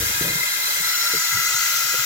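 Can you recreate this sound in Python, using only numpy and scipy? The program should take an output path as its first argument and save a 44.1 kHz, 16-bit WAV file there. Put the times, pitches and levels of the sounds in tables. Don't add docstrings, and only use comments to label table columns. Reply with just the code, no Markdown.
import sys
import numpy as np
from scipy import signal
from scipy.fft import rfft, irfft
from scipy.io import wavfile
from scipy.ndimage import uniform_filter1d

SR = 44100
rng = np.random.default_rng(int(sys.argv[2]) if len(sys.argv) > 2 else 0)


def unload_wav(signal):
    wavfile.write(
        sys.argv[1],
        SR,
        np.round(np.clip(np.atleast_2d(signal).T, -1, 1) * 32767).astype(np.int16),
    )


def rack_gain(trim_db):
    fader = np.asarray(trim_db, float)
    return 10 ** (fader / 20)


N = 90669

# pitch in Hz, level in dB per Hz.
ROOM_HUM = [(25, -79.5), (60, -80), (150, -76), (240, -89.5), (400, -75.5), (600, -89.5), (900, -75.5),
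            (1500, -110)]
# pitch in Hz, likeness from 0 to 1.
ROOM_LIKENESS = [(60, 0.91), (270, 1), (450, 0.91), (900, 0.16)]

# time in seconds, level in dB.
HAND_RUB = [
    (0, -39),
    (.04, -41),
    (.11, -41),
    (.135, -50),
    (.205, -54),
    (.215, -33),
    (.3, -36),
    (.35, -42),
    (.43, -48),
    (.47, -67),
]
# pitch in Hz, width in Hz, level in dB.
CASE_RESONANCES = [(36, 100, -9), (86, 113, -5), (163, 70, -4.5), (328, 57, -4.5), (461, 154, -2),
                   (550, 135, -12)]
# start in seconds, peak in dB, pitch in Hz, length in seconds.
CASE_BUMPS = [(0.003, -25, 90, 0.018), (.022, -26, 85, 0.035), (.058, -30, 95, .035), (.095, -34, 80, .045),
              (.14, -36, 105, .035), (.175, -38, 130, .03), (.21, -27, 156, 0.03), (.238, -31, 150, .025),
              (.262, -29.5, 150, 0.035), (.295, -32, 115, .035), (.325, -35, 140, .025),
              (.352, -28.5, 157, 0.03), (.39, -39, 130, .04), (1.141, -44.5, 85, .06),
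              (.798, -39.5, 163, 0.042), (1.15, -38, 160, 0.065), (1.322, -39, 150, 0.035),
              (1.342, -31.5, 110, 0.045), (1.36, -38, 180, .03), (1.385, -38, 135, 0.035),
              (1.54, -38.5, 120, 0.03), (1.85, -44, 110, 0.025), (1.94, -45, 150, .025),
              (1.985, -37.5, 125, .05)]
# start in seconds, peak in dB, pitch in Hz, time to fall 60 dB in seconds,
# extra low thud in dB.
CASE_KNOCKS = [
    (.095, -34, 413, 0.068, 2),
    (.211, -21, 346, 0.033, -1),
    (1.137, -26.5, 441, 0.1, -0.5),
    (1.941, -30.5, 507, 0.073, -14),
]
# pitch as a ratio to the knock's pitch, level in dB.
KNOCK_TONES = [(1, 2.5), (1.5, -14), (.82, -1), (.68, -6), (0.49, -8)]
KNOCK_RISE_S, TICK_DB = .002, -16
CASE_SKEW_HZ = 2390

# time in seconds, pose (0 looking down, 1 tilted up, 2 leaning in),
# loudness from nearness to the basin in dB.
CAMERA_PATH = [
    (0, 0.054, -1),
    (.3, 0.012, 0),
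    (.42, 0.15, 0.5),
    (.78, 0.16, -0.7),
    (.88, 1.01, -0.3),
    (1.38, 1.48, 0.9),
    (1.52, 1.83, 0.84),
    (2.06, 2.2, -1),
]

# pitch in Hz, level in dB per Hz.
SPLASH_LEFT = [(1180, -77), (1270, -64), (3000, -64.5), (7000, -66.5), (8300, -70.5), (10500, -70.5),
               (12800, -61.5), (15500, -65)]
# pitch in Hz, level in dB per Hz.
SPLASH_RIGHT = [(1180, -74.5), (1270, -63.5), (2600, -72.5), (6500, -63.5), (8300, -66.5), (10300, -65.5),
                (11500, -66.5), (15500, -68)]
# pitch in Hz, change in dB.
SPLASH_CHANGE_LEFT = [(1000, -0.3), (3000, 1), (6000, 5.5), (9000, -1.5), (15000, 3)]
# pitch in Hz, change in dB.
SPLASH_CHANGE_RIGHT = [(1000, -7), (3000, 5.5), (6000, 0), (9000, -5), (15000, -2.5)]
SPRAY_SHARED = .35
SWELL_DB, PATCH_DB, FLICKER_DB = .5, 1.4, .6
TICKS_PER_S, TICK_SPREAD_DB, TICK_SHARE = 4000, 2.5, .3
RIPPLE_DB = 2.2
NOTCH_HZ, NOTCH_WIDTH_HZ, NOTCH_DB = 8250, 150, -2.5

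# pitch in Hz, level looking down in dB, level tilted up
# in dB, level leaning in in dB, left over right in dB.
BASIN_MODES = [(592, -54, -56, -54, -2), (900, -53, -51, -52, 1), (975, -50, -53, -51, 2),
               (1025, -52, -54, -54, 1), (1290, -44, -43, -40, 5), (1340, -46, -39, -38, 5),
               (1385, -43, -37, -34, 5), (1430, -42, -38, -37, 4), (1630, -40, -42, -40, 7),
               (1970, -42, -35, -39, 2), (2035, -36, -38, -36, 2), (2110, -34, -38, -35, 7),
               (2478, -42, -45, -43, 9), (2755, -46, -42, -44, 5),
               (3235, -41, -47, -44, 4), (3720, -43, -46, -45, -3), (4048, -36, -34, -37, -4),
              (4630, -43, -41, -43, -5), (4955, -45, -39, -41, -1), (5345, -41, -36, -42, 7),
              (5480, -44, -39, -37, 3), (5580, -47, -36, -38, 2), (6000, -44, -44, -47, 0),
              (6140, -41, -40, -39, 4), (6228, -41, -36, -36, 4), (6625, -50, -45, -38, 3),
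               (6985, -46, -36, -36, 2), (7235, -35, -39, -37, 4), (7800, -46, -42, -41, -5),
             (7920, -42, -43, -45, -1), (8520, -46, -45, -47, -1), (9300, -49, -49, -49, -1),
             (10200, -47, -46, -48, -5), (12700, -47, -44, -45, 7)]
# pitch in Hz, then the lead in cycles
RIGHT_LEAD = [(900, 0, -.1, -.22), (1365, .45, .03, -.08), (1630, .03, -.18, -.27), (1970, .4, .2, -.12),
              (2035, .2, .2, -.11), (2110, .33, -.13, -.56), (2600, .35, .4, .78), (4048, -.21, -.47, -.77),
              (4800, -.4, -.35, -.44), (5400, .56, .07, .1), (5580, .12, .47, .11),
              (6228, -.42, -.52, -.02), (6985, -.07, .18, -.32), (7235, .33, .64, .93)]
WIDTH_HZ, LOSS = 50, .006
MODE_SHARED = .92
MODE_DRIFT_DB, DRIFT_HZ = 1.3, 9.0
FILM_HZ, FILM_DB, FILM_END_S = 2050, -6, .36

# middle in seconds, pitch in Hz,
# change in dB, length in seconds.
ECHO_BOOSTS = [(.15, 1250, 4, .35), (.47, 2090, 4, .22), (.82, 2030, 4, .2), (.52, 2000, 2, .3),
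               (1.0, 2480, 3, .3), (1.5, 2750, 3, .8), (.35, 3280, 3, .4), (.63, 4050, 8, .1),
               (.6, 4350, 4, .3), (1.05, 4060, 3, .5), (.1, 6200, 5, .1), (.8, 6080, 4, .2),
               (1.52, 6640, 7, .4), (1.1, 6700, 3, .4), (1.58, 7300, 4, .3), (.6, 7500, 4, .15),
               (.79, 7920, 8, .14), (1.0, 8600, 4, .3), (1.8, 8650, 4, .6), (1.45, 1650, 2, .6),
               (.84, 1650, 3, .12), (1.75, 2020, 2, .6)]
# middle in seconds, pitch in Hz, change in dB, length in
# seconds.
PITCH_DIPS = [(.88, 860, -5, .2), (1.2, 1385, -4, .12), (.4, 1650, -3, .3), (1.4, 2280, -6, .4),
              (1.9, 2260, -7, .2), (.75, 2450, -5, .2), (.45, 2900, -7, .7), (1.25, 2920, -5, .5),
              (1.1, 3490, -8, .4), (1.7, 3490, -5, .6), (1.28, 3810, -9, .5), (.15, 4830, -5, .3),
              (1.82, 4780, -6, .4), (1.75, 5130, -5, .3), (1.5, 5340, -5, .5), (1.33, 6200, -5, .08),
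              (.45, 6830, -6, .9), (.68, 7200, -5, .15), (.07, 8100, -6, .15), (1.82, 8180, -5, .45),
              (.83, 8400, -5, .1), (.95, 5000, -4, .3), (1.1, 8920, -4, .7), (1.18, 2040, -3, .15),
              (.94, 1360, -3, .12), (.69, 2090, -4, .1)]
ECHO_WIDTH_HZ, ECHO_SPREAD = 45, .007


def evened(x):
    return x / np.sqrt(np.mean(x ** 2) + 1e-20)


def read(points, hz):
    f, value = np.transpose(points)
    return np.interp(np.log(hz + 1), np.log(f + 1), value)


def add(mix, s, sound):
    part = mix[round(s * SR):][:len(sound)]
    part += sound[:len(part)]


def slow(t, top_hz):
    f = np.geomspace(top_hz / 12, top_hz, num=16)[:, None]
    waves = np.sin(2 * np.pi * (f * t + rng.random((16, 1))))
    return evened((waves / np.sqrt(f)).sum(0))


def ring(x, hz, width, order=2):
    pole = np.exp((2j * np.pi * hz - np.pi * width) / SR)
    for _ in range(order):
        x = signal.lfilter([1], [1, -pole], x)
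    return x / np.sqrt(np.mean(abs(x) ** 2) / 2)


def colour(x, field_db, size):
    hz, t, z = signal.stft(x, SR, nperseg=size, noverlap=size * 3 // 4)
    z = z * rack_gain(field_db(hz, t)) * np.sqrt(SR / 2)
    return signal.istft(z, SR, nperseg=size, noverlap=size * 3 // 4)[1][:, :N]


def pose(t):
    times, poses, _ = np.transpose(CAMERA_PATH)
    return np.clip(np.interp(t, times, poses), 0, 2)


def room():
    left, other = rng.standard_normal((2, N))
    hz = np.fft.rfftfreq(N, 1 / SR)
    same = np.clip(read(ROOM_LIKENESS, hz), 0, 1)
    right = irfft(same * rfft(left) + np.sqrt(1 - same ** 2) * rfft(other), N)

    def field_db(hz, t):
        return read(ROOM_HUM, hz)[:, None] + 1.5 * slow(t, 12.)
    return colour(np.array([left, right]), field_db, size=2048)


def rub():
    t = np.arange(N) / SR
    slips = rng.standard_normal(N) * rack_gain(2.2 * slow(t, 60.))
    sound = evened(sum(rack_gain(db) * ring(slips, hz, width).real for hz, width, db in CASE_RESONANCES))
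    return sound * rack_gain(np.interp(t, *np.transpose(HAND_RUB)))


def bump(peak_db, hz, length):
    u = np.arange(0, length, 1 / SR)
    swell = np.sin(np.pi * (u / length) ** 0.5) ** 2
    return rack_gain(peak_db) * swell * np.sin(2 * np.pi * hz * u)


def knock(peak_db, hz, t60, thud_db):
    u = np.arange(6000) / SR
    body = 0
    for ratio, db in KNOCK_TONES:
        if ratio < .75:
            db = db + thud_db
        body = body + rack_gain(db - 60 * u / t60) * np.sin(2 * np.pi * hz * ratio * u)
    tick = rack_gain(TICK_DB - 60 * u / .012) * np.sin(2 * np.pi * 900 * u)
    return rack_gain(peak_db) * (body * np.minimum(u / KNOCK_RISE_S, 1) + tick)


def handling():
    out = rub()
    for s, *settings in CASE_BUMPS:
        add(out, s, bump(*settings))
    for s, *settings in CASE_KNOCKS:
        add(out, s, knock(*settings))
    skew = np.gradient(out) * SR / (2 * np.pi * CASE_SKEW_HZ)
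    return np.array([out + skew, out - skew]) * rack_gain(np.array([[-.5], [.5]]))


def spray_level(hz, t):
    patches = rng.standard_normal((2, len(t), len(hz))).transpose(0, 2, 1)
    patches = evened(uniform_filter1d(uniform_filter1d(patches, size=8, axis=1), size=14, axis=2))
    flicker = rng.standard_normal((len(t), len(hz))).T
    flicker = evened(uniform_filter1d(uniform_filter1d(flicker, size=90, axis=0), size=4, axis=1))

    base = np.array([read(SPLASH_LEFT, hz), read(SPLASH_RIGHT, hz)])
    base = base - 5.3 * np.log2(np.maximum(1150 / (hz + 1), 1))
    base = base + NOTCH_DB * np.exp(-((hz - NOTCH_HZ) / NOTCH_WIDTH_HZ) ** 2)
    change = np.array([read(SPLASH_CHANGE_LEFT, hz), read(SPLASH_CHANGE_RIGHT, hz)])

    ripple = uniform_filter1d(rng.standard_normal((2, len(hz), 3)), size=2, axis=1)
    ripple = ripple * RIPPLE_DB * np.sqrt(2)
    weights = np.maximum(1 - abs(pose(t) - np.arange(3)[:, None]), 0)

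    steady = base[..., None] + change[..., None] * pose(t) / 2 + ripple @ weights
    return steady + PATCH_DB * patches + FLICKER_DB * flicker + SWELL_DB * slow(t, 6.33)


def spray():
    shared, left, right = rng.standard_normal((3, N))
    sizes = rack_gain(TICK_SPREAD_DB * np.minimum(rng.exponential(1, (2, N)), 5))
    ticks = sizes * (rng.random((2, N)) < TICKS_PER_S / SR)
    ticks = evened(ticks * rng.choice([-1., 1.], (2, N)))
    both = np.array([shared, np.roll(shared, shift=-6)])
    hiss = SPRAY_SHARED * both + np.sqrt(1 - SPRAY_SHARED ** 2) * np.array([left, right])
    water = TICK_SHARE * ticks + np.sqrt(1 - TICK_SHARE ** 2) * hiss
    return colour(water, spray_level, size=1024)


def basin():
    t, out = np.arange(N) / SR, np.zeros((2, N))
    coarse = t[::256]
    times, _, near = np.transpose(CAMERA_PATH)
    near_db = np.interp(coarse, times, near)
    for hz, down_db, up_db, in_db, pan_db in BASIN_MODES:
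        a, b = (ring(v, hz, WIDTH_HZ + LOSS * hz) for v in rng.standard_normal((2, N)))
        db = np.interp(pose(coarse), [0, 1, 2], [down_db, up_db, in_db])
        db = db + near_db + MODE_DRIFT_DB * slow(coarse, DRIFT_HZ)
        if abs(hz - FILM_HZ) < 100:
            db = db + FILM_DB * np.clip(1 - (coarse / FILM_END_S) ** 2, 0, 1)
        lead = min(RIGHT_LEAD, key=lambda row: abs(row[0] - hz))[1:]
        turn = np.exp(2j * np.pi * np.interp(pose(t), [0, 1, 2], lead))
        right = turn * (MODE_SHARED * a + np.sqrt(1 - MODE_SHARED ** 2) * b)
        pair = np.array([a.real, right.real])
        out += pair * np.interp(t, coarse, rack_gain(db)) * rack_gain(np.array([[pan_db / 2], [-pan_db / 2]]))
    return out


def echoes(x):
    def field_db(hz, t):
        total = 0
        for s, f, db, length in ECHO_BOOSTS + PITCH_DIPS:
            off_pitch = (hz[:, None] - f) / (ECHO_WIDTH_HZ + ECHO_SPREAD * f)
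            off_time = 2 * (t - s) / length
            total = total + db * np.exp(-off_pitch ** 2 - off_time ** 4)
        return total
    return colour(x, field_db, size=1024) / np.sqrt(SR / 2)


def scene():
    return echoes(basin() + spray()) + room() + handling()


def low_pass(x):
    return signal.sosfilt(signal.butter(12, 15770, fs=SR, output="sos"), x)


def record(dry):
    edge = signal.firwin(1023, 16400, window=("kaiser", 9), fs=SR)
    mix = signal.oaconvolve(dry, edge[None], "same")
    return low_pass(mix)


dry = scene()
out = record(dry)
unload_wav(out)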